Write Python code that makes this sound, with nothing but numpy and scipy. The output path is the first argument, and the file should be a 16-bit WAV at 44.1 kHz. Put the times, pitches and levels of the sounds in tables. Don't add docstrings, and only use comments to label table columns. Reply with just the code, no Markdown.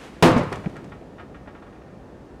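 import sys
import numpy as np
from scipy import signal
from scipy.fft import rfft, irfft
from scipy.io import wavfile
from scipy.ndimage import uniform_filter1d

SR = 44100
rng = np.random.default_rng(int(sys.argv[2]) if len(sys.argv) > 2 else 0)


def put_to_file(sound):
    columns = np.atleast_2d(sound).T
    safe = np.clip(columns, -1, 1)
    whole_steps = np.round(safe * 32767)
    wavfile.write(sys.argv[1], SR, whole_steps.astype(np.int16))


N = 105840
T = np.arange(N) / SR
BINS_HZ = np.fft.rfftfreq(N, 1 / SR)


def undb(db):
    return 10 ** (np.asarray(db) / 20)


def unit(x):
    return x / np.sqrt(np.mean(x ** 2))


def sine(pitch_hz):
    return np.sin(2 * np.pi * pitch_hz * T)


def rise(attack_s):
    return 1 - np.exp(-T / attack_s)


def fade(t60_s):
    return np.exp(-np.log(1000) * T / t60_s)


def at(x, start_s):
    return np.concatenate([np.zeros(int(start_s * SR)), x])[:N]


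def over_bins(freqs_hz, values):
    return np.interp(np.log(np.maximum(BINS_HZ, 1)), np.log(freqs_hz), values)


def noise(colour):
    freqs_hz, density_db = np.transpose(colour)[:2]
    white = rfft(rng.standard_normal(N))
    return unit(irfft(white * undb(over_bins(freqs_hz, density_db)), N))


def ring(modes, detune):
    out = 0
    for pitch_hz, level_db, t60_s in modes:
        offset, polarity = rng.standard_normal(2)
        out += undb(level_db) * fade(t60_s) * np.sign(polarity) * sine(pitch_hz * (1 + detune * offset))
    return out


# freq_hz, density_db
AIR_COLOUR = [(22, -23), (42, -8), (58, 1), (85, -7), (140, -6), (300, -5), (500, -9), (800, -14.5),
              (1800, -27), (3000, -35.5), (6000, -42.5), (10000, -50.5), (16000, -63)]
# pitch_hz, rms_db
HUM_TONES = [(59.2, -59), (350, -60.5), (1809, -70)]


def background():
    hum = sum(np.sqrt(2) * undb(rms_db) * sine(pitch_hz) for pitch_hz, rms_db in HUM_TONES)
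    return undb(-44) * noise(AIR_COLOUR) + hum


# time_s, level_db
RUMBLE_LEVELS = [(.3, -50), (.55, -37), (.74, -40.5), (.85, -40), (1.05, -49.5), (1.3, -45), (1.6, -52.5)]
# freq_hz, density_db
RUMBLE_COLOUR = [(30, -17.5), (90, 0), (180, 1.5), (400, -5), (750, -13.5), (1500, -34.5), (5000, -60)]


def settling():
    level_db = np.interp(T, *np.transpose(RUMBLE_LEVELS))
    return noise(RUMBLE_COLOUR) * undb(level_db)


# time_s, level_db
CLOTH_LEVELS = [(0, -46.5), (.05, -44.5), (.11, -51.5), (.2, -53.5), (.55, -50), (.85, -60), (1.0, -64),
                (1.3, -71), (2.4, -82)]
# freq_hz, density_db
CLOTH_COLOUR = [(200, -26), (700, 5), (2200, 4), (4000, -5.5), (8000, -13), (12000, -21), (16000, -46)]


def clothes():
    flutter_db = 0.5 * unit(uniform_filter1d(rng.standard_normal(N), size=700))
    level_db = np.interp(T, *np.transpose(CLOTH_LEVELS))
    return noise(CLOTH_COLOUR) * undb(level_db + flutter_db)


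# start_s, level_db
OBJECT_BOUNCES = [(0.524, -32), (0.542, -37.5), (0.64, -41.5), (.757, -43), (0.766, -43.5), (0.918, -40),
                  (1.183, -45), (1.1956, -39.5), (1.345, -43), (1.462, -57), (1.474, -42.5), (1.5495, -44),
                  (1.6223, -47), (1.664, -49.5), (1.726, -52.5), (1.757, -52.5), (1.8156, -52),
                  (1.880, -55.5)]
# pitch_hz, level_db, t60_s
OBJECT_MODES = [(1130, 4.5, 0.17), (1271, 1.5, 0.28), (1392, 8.5, 0.1), (1638, 1, 0.15), (1847, 1, 0.17),
                (1996, -4, 0.15), (2380, -5.5, 0.15), (2940, -14, 0.3), (3520, -5.5, 0.067)]
# freq_hz, density_db
CLACK_COLOUR = [(300, 3.5), (800, 9), (1400, 0), (2500, -1), (3600, -13.5), (6000, -28), (14000, -56)]


def loose_object():
    echo = undb(-1.5) * noise(CLACK_COLOUR) * fade(t60_s=0.19) * rise(attack_s=0.004)
    out = 0
    for start_s, level_db in OBJECT_BOUNCES:
        contact = undb(0.5) * noise(CLACK_COLOUR) * fade(t60_s=0.04)
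        ringing = undb(-9.5) * ring(OBJECT_MODES, detune=0.0072)
        clack = (contact + echo + ringing) * rise(attack_s=0.00078)
        out += undb(level_db) * at(clack, start_s)
    return out


# start_s, level_db, pitch_hz, length_s
BUMP_HITS = [(0.6589, -19, 179.2, 0.015), (1.013, -35.5, 321, 0.014)]
# freq_hz, density_db
ROUGH_COLOUR = [(100, -2), (350, 3), (600, -11), (900, -16), (2500, -31), (6000, -66), (16000, -69)]


def bumps():
    edge_s, overtone_ratio = 0.004, 2.03
    out = 0
    for start_s, level_db, pitch_hz, length_s in BUMP_HITS:
        gate = np.clip(np.minimum(T, length_s + edge_s - T) / edge_s, 0, 1)
        tone = sine(pitch_hz) + undb(-10) * sine(overtone_ratio * pitch_hz)
        body = tone + undb(-9) * noise(ROUGH_COLOUR)
        click = undb(-8.5) * noise(CLACK_COLOUR) * fade(t60_s=0.018) * rise(attack_s=0.00068)
        out += undb(level_db) * at(click - gate * body, start_s)
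    return out


# start_s, level_db, t60_s
JOINT_TICKS = [(0.2321, -12.5, 0.1), (0.2539, -16.5, .09), (.3155, -30, .015), (.3775, -29.5, 0.1),
               (0.4345, -35, 0.018), (0.5264, -24.5, 0.018), (0.5574, -32.5, 0.015), (0.696, -46, 0.027),
               (0.742, -51, .008), (0.766, -37.5, 0.015), (.843, -43.5, 0.033), (0.8973, -48, 0.014)]
# freq_hz, density_db
TICK_COLOUR = [(600, 10.5), (2000, 6), (4500, -4.5), (8000, -9), (11000, -18), (16000, -37)]


def joints():
    tail = undb(-15) * fade(t60_s=0.2)
    out = 0
    for start_s, level_db, t60_s in JOINT_TICKS:
        envelope = rise(attack_s=0.00017) * (fade(t60_s) + tail)
        out += undb(level_db) * at(noise(TICK_COLOUR) * envelope, start_s)
    return out


def air_push():
    period_s = 0.021
    cycle = sine(1 / period_s) * (T < period_s)
    return undb(-25.5) * at(cycle, start_s=0.28)


# freq_hz, density_db, t60_s
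ROOM_BANDS = [(35.5, -55, 0.25), (97, 4, 0.72), (252, 7.5, 0.31), (630, 5, 0.32), (1180, -5.5, 0.63),
              (2240, -12.5, 0.53), (5400, -20, 0.32), (9100, -20.5, 0.22), (16000, -35, .28)]


def room_tail():
    spectrum = rfft(noise(ROOM_BANDS))
    centres_hz, _, t60s_s = np.transpose(ROOM_BANDS)
    out = 0
    for selector, t60_s in zip(np.eye(len(ROOM_BANDS)), t60s_s):
        band = irfft(spectrum * over_bins(centres_hz, selector), N)
        out += band * fade(t60_s)
    return out * rise(attack_s=0.0078)


# start_s, level_db, cutoff_hz, crack_db, thud_hz, thud_db, thud_t60_s
BOARD_BLOWS = [(0.2251, 7, 7100, 1.5, 166.5, -7.5, 0.2), (.2535, -12.5, 3500, 1, 331, 8.5, 0.17),
               (0.341, -16, 1200, -26, 203.5, -4, 0.15), (.3635, -9, 2430, -2.5, 239, 3, 0.095),
               (.391, -21, 1500, -3, 592, -1, 0.16), (0.411, -18, 3020, -5.5, 102, -2.5, 0.21),
               (0.5192, -24.5, 2550, -4.5, 378, -2.5, 0.11)]
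# pitch_hz, level_db, t60_s
BOARD_MODES = [(97.3, -10.5, 0.79), (153.8, -1, 0.17), (173.7, -1.5, 0.29), (252.2, -1.5, 0.39),
               (312, -2, .45), (344.8, -12, 0.57), (441.7, -5, 0.33), (455.3, -11, 0.45), (507, 1.5, 0.32),
               (589.6, -11.5, 0.23), (633.8, -13.5, 0.44), (759.5, -11, 0.28), (893.5, -9, .42),
               (950, -24.5, 0.31), (1057, 2.5, 0.13), (1235, -6.5, 0.32)]
# freq_hz, density_db
CRACK_COLOUR = [(40, -6), (170, -13.5), (400, 5.5), (900, 0), (2000, -16.5), (5000, -22.5), (10000, -35.5),
                (16000, -37)]


def board():
    out = 0
    for start_s, level_db, cutoff_hz, crack_db, thud_hz, thud_db, thud_t60_s in BOARD_BLOWS:
        crack = undb(crack_db - 2) * noise(CRACK_COLOUR) * fade(t60_s=0.087)
        thud = undb(thud_db) * sine(thud_hz) * fade(thud_t60_s)
        ringing = undb(-16) * ring(BOARD_MODES, detune=0.00383)
        reflections = undb(-12) * room_tail()
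        lowpass = signal.butter(1, cutoff_hz, fs=SR)
        blow = signal.lfilter(*lowpass, crack + thud + ringing + reflections)
        out += undb(level_db) * at(blow, start_s)
    return out


def scene():
    slam = board() + air_push() + joints()
    return (slam + loose_object() + bumps() + clothes() + settling() + background())[None]


def record(dry):
    ceiling, knee, top_hz = 0.39, 12, 16500
    drive = signal.resample_poly(dry, 2, 1, axis=1) / ceiling
    clipped = ceiling * drive / (1 + np.abs(drive) ** knee) ** (1 / knee)
    lowpass = signal.ellip(8, 0.2, 80, top_hz, fs=SR, output="sos")
    return signal.sosfiltfilt(lowpass, signal.resample_poly(clipped, 1, 2, axis=1))


dry = scene()
out = record(dry)
put_to_file(out)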